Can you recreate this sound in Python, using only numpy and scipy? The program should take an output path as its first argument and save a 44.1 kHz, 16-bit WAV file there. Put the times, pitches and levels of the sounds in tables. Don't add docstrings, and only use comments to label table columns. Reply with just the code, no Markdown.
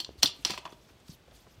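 import sys
import numpy as np
from scipy import signal
from scipy.io import wavfile

SR = 44100
rng = np.random.default_rng(int(sys.argv[2]) if len(sys.argv) > 2 else 0)


def makeup_ratio(level_db):
    decades = np.asarray(level_db, float) / 20
    return 10 ** decades


def wav_record(signal):
    frames = np.transpose(np.atleast_2d(signal))
    bounded = np.clip(frames, -1, 1)
    quanta = np.round(bounded * 32767).astype(np.int16)
    wavfile.write(sys.argv[1], SR, quanta)


N = 70560
T = np.arange(N) / SR


def at_hz(points, hz):
    point_hz, level_db = np.transpose(points)
    return np.interp(np.log(hz), np.log(point_hz), level_db)


def in_time(rows):
    return np.interp(T, *np.transpose(rows))


def rms_one(x):
    return x / np.sqrt(np.mean(x ** 2) + 1e-20)


def band_pass(x, low_hz, high_hz):
    return signal.sosfilt(signal.butter(2, [low_hz, high_hz], "band", fs=SR, output="sos"), x)


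def high_pass(x, order, hz):
    return signal.sosfilt(signal.butter(order, hz, "high", fs=SR, output="sos"), x)


def drift(rate):
    r = np.exp(-2 * np.pi * rate / SR)
    noise = rng.standard_normal(N + SR)
    return rms_one(signal.lfilter([1], [1, -2 * r, r * r], noise)[SR:])


def ring(clicks, hz, t60):
    r = makeup_ratio(-60 / (t60 * SR))
    w = 2 * np.pi * hz / SR
    return signal.lfilter([0, np.sin(w)], [1, -2 * r * np.cos(w), r * r], clicks + 1e-18)


def struck(clicks, hz, t60):
    rise = 4.1 / hz
    return 2 * (1 - makeup_ratio(-60 / (rise * SR))) * ring(ring(clicks, hz, rise), hz, t60)


def bands():
    edges = 25 * 2 ** np.arange(0, 9.7, .4)
    return [(np.sqrt(low * high), signal.butter(2, [low, high], "band", fs=SR, output="sos"))
            for low, high in zip(edges, edges[1:])]


def coloured(spectrum, patchy_db, rate):
    white = rng.standard_normal((2, N + SR))
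    together = drift(rate / 4)
    total = np.zeros(N)
    for k, (hz, sos) in enumerate(bands()):
        flicker_db = patchy_db * (0.87 * together + drift(rate))
        total += makeup_ratio(at_hz(spectrum, hz) + flicker_db) * signal.sosfilt(sos, white[k % 2])[SR:]
    return rms_one(total)


def crowd(modes, count=3):
    hz, db, t60 = np.transpose(modes)
    off = np.linspace(-1, 1, count)[:, None] + 0.366 * rng.standard_normal((count, len(hz)))
    all_hz = np.append(hz, hz * (1 + 0.045 * off))
    all_db = np.append(db, np.tile(db, count))
    all_t60 = np.append(t60, np.tile(0.28 * t60, count))
    return np.array([all_hz, all_db, all_t60])[:, np.argsort(all_hz)]


def contacts(s, db, length, per_mode_db, count=6):
    first_touch_db, strike_spread_db = 3.5, 3.5
    later = np.arange(count).clip(0, 1)
    when = (np.arange(count) + (rng.random((len(s), count)) - .5) * later) / count
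    at = ((s[:, None] + when * length[:, None]) * SR).astype(int)
    luck = rng.standard_normal((len(s), count, len(per_mode_db)))
    trains = np.zeros((len(per_mode_db), N))
    for k, train in enumerate(trains):
        level_db = (db + per_mode_db[k])[:, None] - first_touch_db * later - 7.5 * when
        level_db = level_db + strike_spread_db * luck[:, :, k] * (1 + later) / 2
        np.add.at(train, at, makeup_ratio(level_db) * np.sign(luck[:, :, k - 1]))
    return trains


# (time [s], level [dB], loudest pitch [Hz], contact length [s], focus [dB per octave])
CLANKS = [(.0013, -20, 3500, 0.0039, 9), (.005, -35, 4640, .01, 12), (.0185, -62, 3400, 0.0072, 27),
          (0.033, -55, 3500, .005, 51), (.0462, -29.5, 4200, 0.0028, 7.5), (.1035, -63, 3560, 0.0093, 15),
          (.2212, -38.5, 5460, 0.0038, 4.5), (0.2262, -22, 3300, .003, 4.5), (0.2293, -43, 11800, .003, 1),
          (.2306, -6, 4600, .0015, 8), (.232, -18, 4800, 0.0044, 9), (0.235, -13, 4300, .007, 10),
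          (0.2588, -18, 3920, .0064, 10), (.266, -28.5, 4970, 0.0073, 14.5),
          (0.274, -23, 4650, 0.003, 10.5), (0.278, -31, 3600, 0.0045, 12), (.4491, -13.5, 4760, .001, 10),
          (.4505, -15, 5030, .005, 18), (0.459, -27, 3040, 0.0052, 18), (.5049, -25, 4400, .0012, 6),
          (0.507, -30, 4730, .006, 12.5), (.517, -29.5, 2900, 0.0024, 26), (0.5366, -35.5, 3300, .004, 9),
          (0.543, -46, 7000, .003, 15), (.5817, -33, 3200, .003, 11), (.588, -40, 2980, .002, 7),
          (0.704, -52, 7500, 0.0024, 26.5), (0.723, -45, 4200, .004, 11), (.730, -47.5, 3100, 0.0049, 18),
          (1, -50, 11000, .008, 8.5), (1.082, -46, 4500, .004, 10), (1.311, -50.5, 3050, 0.0048, 11.5)]
# (pitch [Hz], level [dB], t60 [s])
STEEL = [(2716, -9, 0.047), (2890, -2, .02), (3196, -3, .021), (3500, 4, 0.013), (4246, 0.5, .018),
         (4640, -1.5, 0.026), (5277, 0.5, 0.017), (5800, 0.5, .016), (7250, -8, .03), (8000, -8, .02),
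         (8800, -4, .012), (11800, -17.5, 0.012), (14400, -16, .015), (15300, -16.5, .015)]
# (time [s], level [dB])
DRAG = [
    (.449, -70),
    (.455, -34),
    (.493, -42),
    (0.498, -34),
    (.52, -37),
    (0.551, -43.5),
    (.572, -52),
    (0.589, -60),
    (0.639, -89.5),
]


def steel():
    s, db, focus_hz, length, focus = np.transpose(CLANKS)
    hz, level_db, t60 = crowd(STEEL)
    away = np.abs(np.log2(hz[:, None] / focus_hz))
    trains = contacts(s, db - 14.5, length, level_db[:, None] - focus * away, count=9)

    slips_per_s, drag_focus_hz = 2500, 4200
    slip_db = in_time(DRAG) + 2 * np.minimum(rng.exponential(1, N), 4.0) - 15.0
    slips = (rng.random(N) < slips_per_s / SR) * makeup_ratio(slip_db)
    slips = slips * ((T > DRAG[0][0]) & (T < DRAG[-1][0]))
    signs = rng.standard_normal((4, N))
    drag_db = level_db - 10 * np.abs(np.log2(hz / drag_focus_hz))

    out = np.zeros(N)
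    for k in range(len(hz)):
        clicks = trains[k] + slips * signs[k % 4] * makeup_ratio(drag_db[k])
        out += struck(clicks, hz[k], t60[k])
    return out


# (level [dB], pitch [Hz], length [s])
GRIPPED = [(-32.5, 4450, 0.016), (-42.5, 3450, 0.0032), (-30, 4190, 0.0045), (-22, 3520, 0.0032),
           (-14, 5500, .004), (-16, 3540, 0.0057), (-25.5, 4760, 0.0087), (-22, 5700, 0.006),
           (-22.5, 2880, 0.0023), (-39.5, 1150, 0.0063), (-36.5, 1080, 0.0048), (-35.5, 1050, 0.0073),
           (-43.5, 1150, 0.0051), (-51, 6000, 0.0026)]
GRIPPED_S = [.002, .0185, .0464, .2268, .2312, .2582, .2605, .4495, .4492, .5765, .6528, .662, .676, .7035]


def gripped():
    grip_s, sag_db = .0007, 4
    out = np.zeros(N)
    for s, (db, hz, length) in zip(GRIPPED_S, GRIPPED):
        swell = np.clip((T - s) / grip_s, 0, 1)
        stop = np.clip((s + length - T) / grip_s + 1, 0, 1)
        level = makeup_ratio(db - sag_db * np.clip((T - s) / length, 0, 2))
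        out += level * swell * stop * np.sin(2 * np.pi * (hz * T + rng.random()))
    return out


# (level [dB], loudest pitch [Hz], contact length [s], focus [dB per octave])
KNOCKS = [(-38.5, 910, 0.02, 3), (-45, 740, 0.0028, 3.5), (-25.5, 850, .0044, 1.5),
          (-23.5, 930, 0.00442, 10), (-27.5, 830, 0.013, 13), (-31.5, 500, 0.008, 0),
          (-27.5, 2400, .0028, 1), (-34.5, 2700, 0.0032, 5.5), (-27, 1500, 0.00298, 5),
          (-39, 4000, 0.0051, -0.5), (-40, 1600, 0.00368, 3), (-42.5, 2000, 0.00293, 3),
          (-53, 1100, 0.00358, 14), (-50, 1670, 0.0028, 8)]
KNOCK_S = [.002, .063, .2293, .4488, .500, .536, .5764, .583, .6527, .659, .6635, .6765, .692, .709]
# (pitch [Hz], level [dB], t60 [s])
HOUSING = [(630, -5, .025), (800, -5, .02), (1000, -2, .04), (1190, -2, .03), (1660, -8, .02),
           (2050, -7, .018), (2570, -5, .02), (3080, -5, .02), (3390, -6, .02), (4370, -10, .018),
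           (5200, -12, .015), (6200, -16, .012), (7500, -19, .012), (11000, -24, .01)]


def housing():
    db, focus_hz, length, focus = np.transpose(KNOCKS)
    hz, level_db, t60 = crowd(HOUSING, count=2)
    away = np.abs(np.log2(hz[:, None] / focus_hz))
    trains = contacts(np.array(KNOCK_S), db - 9.5, length, level_db[:, None] - focus * away)
    return sum(struck(trains[k], hz[k], t60[k]) for k in range(len(hz)))


# (level [dB], low edge [Hz], high edge [Hz], t60 [s])
SHAKES = [(-50, 3300, 15500, 0.1), (-28, 7000, 15800, 0.086), (-27, 187, 1900, 0.092),
          (-38, 6800, 15800, 0.043), (-37, 496, 2400, 0.07), (-40.5, 2400, 10000, 0.13),
          (-52, 3100, 12000, 0.18), (-52, 5100, 15400, 0.036), (-50, 2000, 15500, .12),
          (-58, 4300, 15500, 0.077), (-52, 8900, 18000, .03), (-68, 4500, 17600, 0.025),
          (-61.5, 5200, 15000, 0.034), (-46, 1800, 8900, 0.062), (-46.5, 1760, 5500, 0.067)]
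SHAKE_S = [.0015, .2294, .229, .4490, .4495, .258, .46, .496, .505, .546, .5762, .6522, .722, .576, .6524]


def shakes():
    out = np.zeros(N)
    grit = rng.standard_normal(N) * makeup_ratio(3 * drift(300))
    for s, (db, low_hz, high_hz, t60) in zip(SHAKE_S, SHAKES):
        burst = grit * (T > s) * makeup_ratio(db - 60 * np.clip(T - s, 0, 1) / t60)
        out += band_pass(burst + 1e-18, low_hz, high_hz) * np.sqrt(SR / 2 / (high_hz - low_hz))
    return out


# (time [s], level [dB], pitch [Hz], t60 [s])
THUDS = [(.003, -47.5, 333, 0.082), (0.079, -47.5, 72.4, 0.37), (0.0915, -36, 447, 0.013),
         (0.107, -39.5, 344, 0.014), (0.156, -46.5, 355, 0.028), (0.181, -41, 69, 0.11),
         (0.235, -42.5, 147, 0.16), (0.242, -27, 293, 0.057), (0.284, -43.5, 192, 0.027),
         (0.392, -51.5, 275, 0.096), (0.458, -32, 326, 0.019), (0.499, -32, 350, 0.044),
         (.512, -38, 202, 0.085), (0.584, -44, 380, 0.053), (0.661, -50, 320, 0.061),
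         (.727, -38, 366, 0.018), (0.744, -52, 133.7, 0.086), (0.906, -51.5, 354, .03),
         (1.0933, -33.5, 164, 0.044), (1.283, -47, 525, .02), (1.318, -53, 604, .04),
         (1.473, -46, 434, 0.013), (1.577, -49.5, 115, 0.12)]


def thuds():
    out = np.zeros(N)
    for s, db, hz, t60 in THUDS:
        push = np.zeros(N)
        push[int(s * SR)] = makeup_ratio(db)
        out += ring(push, hz, t60) + 0.13 * ring(push, 0.82 * hz, 0.53 * t60)
    return out


# (time [s], level [dB], upper edge [Hz], length [s])
SCUFFS = [
    (0.0915, -45.5, 1020, 0.003),
    (0.885, -61, 2330, 0.039),
    (1.079, -60, 1500, 0.016),
    (1.115, -54, 335, 0.025),
    (1.277, -63, 1490, 0.019),
    (1.312, -61, 1503, 0.032),
    (1.465, -58, 1200, 0.019),
    (0.721, -50.5, 1283, 0.015),
]


def scuffs():
    out = np.zeros(N)
    grit = rng.standard_normal(N) * makeup_ratio(2.9 * drift(210))
    for s, db, top_hz, length in SCUFFS:
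        phase = np.clip((T - s) / length, 0, 1)
        crunch = rms_one(band_pass(grit, 0.21 * top_hz, top_hz))
        out += makeup_ratio(db) * crunch * np.sin(np.pi * np.sqrt(phase))
    return out


# (time [s], level [dB])
RUSTLE = [(0, -53.5), (.13, -76), (.152, -93), (.19, -63), (.75, -66), (.87, -70), (.95, -75.5),
          (1.04, -72), (1.085, -59.5), (1.15, -63), (1.17, -78.5), (1.31, -79), (1.35, -62), (1.44, -65.5),
          (1.5, -66), (1.56, -69.5), (1.6, -77.5)]
# (pitch [Hz], level [dB])
CLOTH = [(1500, -13.5), (3000, -5), (6500, -4), (9000, -16.5), (12500, -9), (16000, -55.5)]


def rustle():
    bright = high_pass(coloured(CLOTH, patchy_db=3.5, rate=30), 2, 1800)
    return makeup_ratio(in_time(RUSTLE)) * rms_one(bright)


# (pitch [Hz], t60 [s])
SCATTER = [(300, 0.75), (1200, 0.29), (3500, 0.28), (7000, 0.18), (14000, 0.094)]


def scatter(x):
    t = np.arange(SR // 2) / SR
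    white = rng.standard_normal((2, len(t)))
    tail = np.zeros(len(t))
    for k, (hz, sos) in enumerate(bands()):
        tail += signal.sosfilt(sos, white[k % 2]) * makeup_ratio(-60 * t / at_hz(SCATTER, hz))
    tail = tail * (1 - np.exp(-t / 0.0027))
    return makeup_ratio(-11.5) * signal.fftconvolve(x, tail / np.sqrt(np.sum(tail ** 2)))[:N]


# (pitch [Hz], level [dB])
FLOOR = [(25, -8.5), (110, -2.5), (220, -6.5), (600, -12.5), (1700, -20), (3200, -20.5), (6500, -27.5),
         (9000, -34.5), (16000, -36.5)]


def outdoor_floor():
    return makeup_ratio(-60.5) * coloured(FLOOR, patchy_db=0.6, rate=12)


def rumble():
    centre_hz, width_hz = 55.93, 16
    drone = ring(rng.standard_normal(N + SR), centre_hz, 1.9 / width_hz)[SR:]
    return makeup_ratio(-64) * rms_one(drone)


def scene():
    hits, rings = steel() + housing(), gripped()
    echo = scatter(hits + 0.4 * rings)
    handling = shakes() + thuds() + scuffs() + rustle()
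    background = outdoor_floor() + rumble()
    return (hits + rings + echo + handling + background)[None]


def band_limit(x):
    return signal.sosfilt(signal.butter(12, 16640, fs=SR, output="sos"), x)


def record(dry):
    limit, low_cut_hz, top_cut_hz = .85, 44.4, 16200
    rounded = limit * np.tanh(dry / limit)
    thinned = high_pass(rounded, 4, low_cut_hz)
    top_cut = signal.cheby2(10, 30, top_cut_hz, fs=SR, output="sos")
    return band_limit(signal.sosfilt(top_cut, thinned))


dry = scene()
out = record(dry)
wav_record(out)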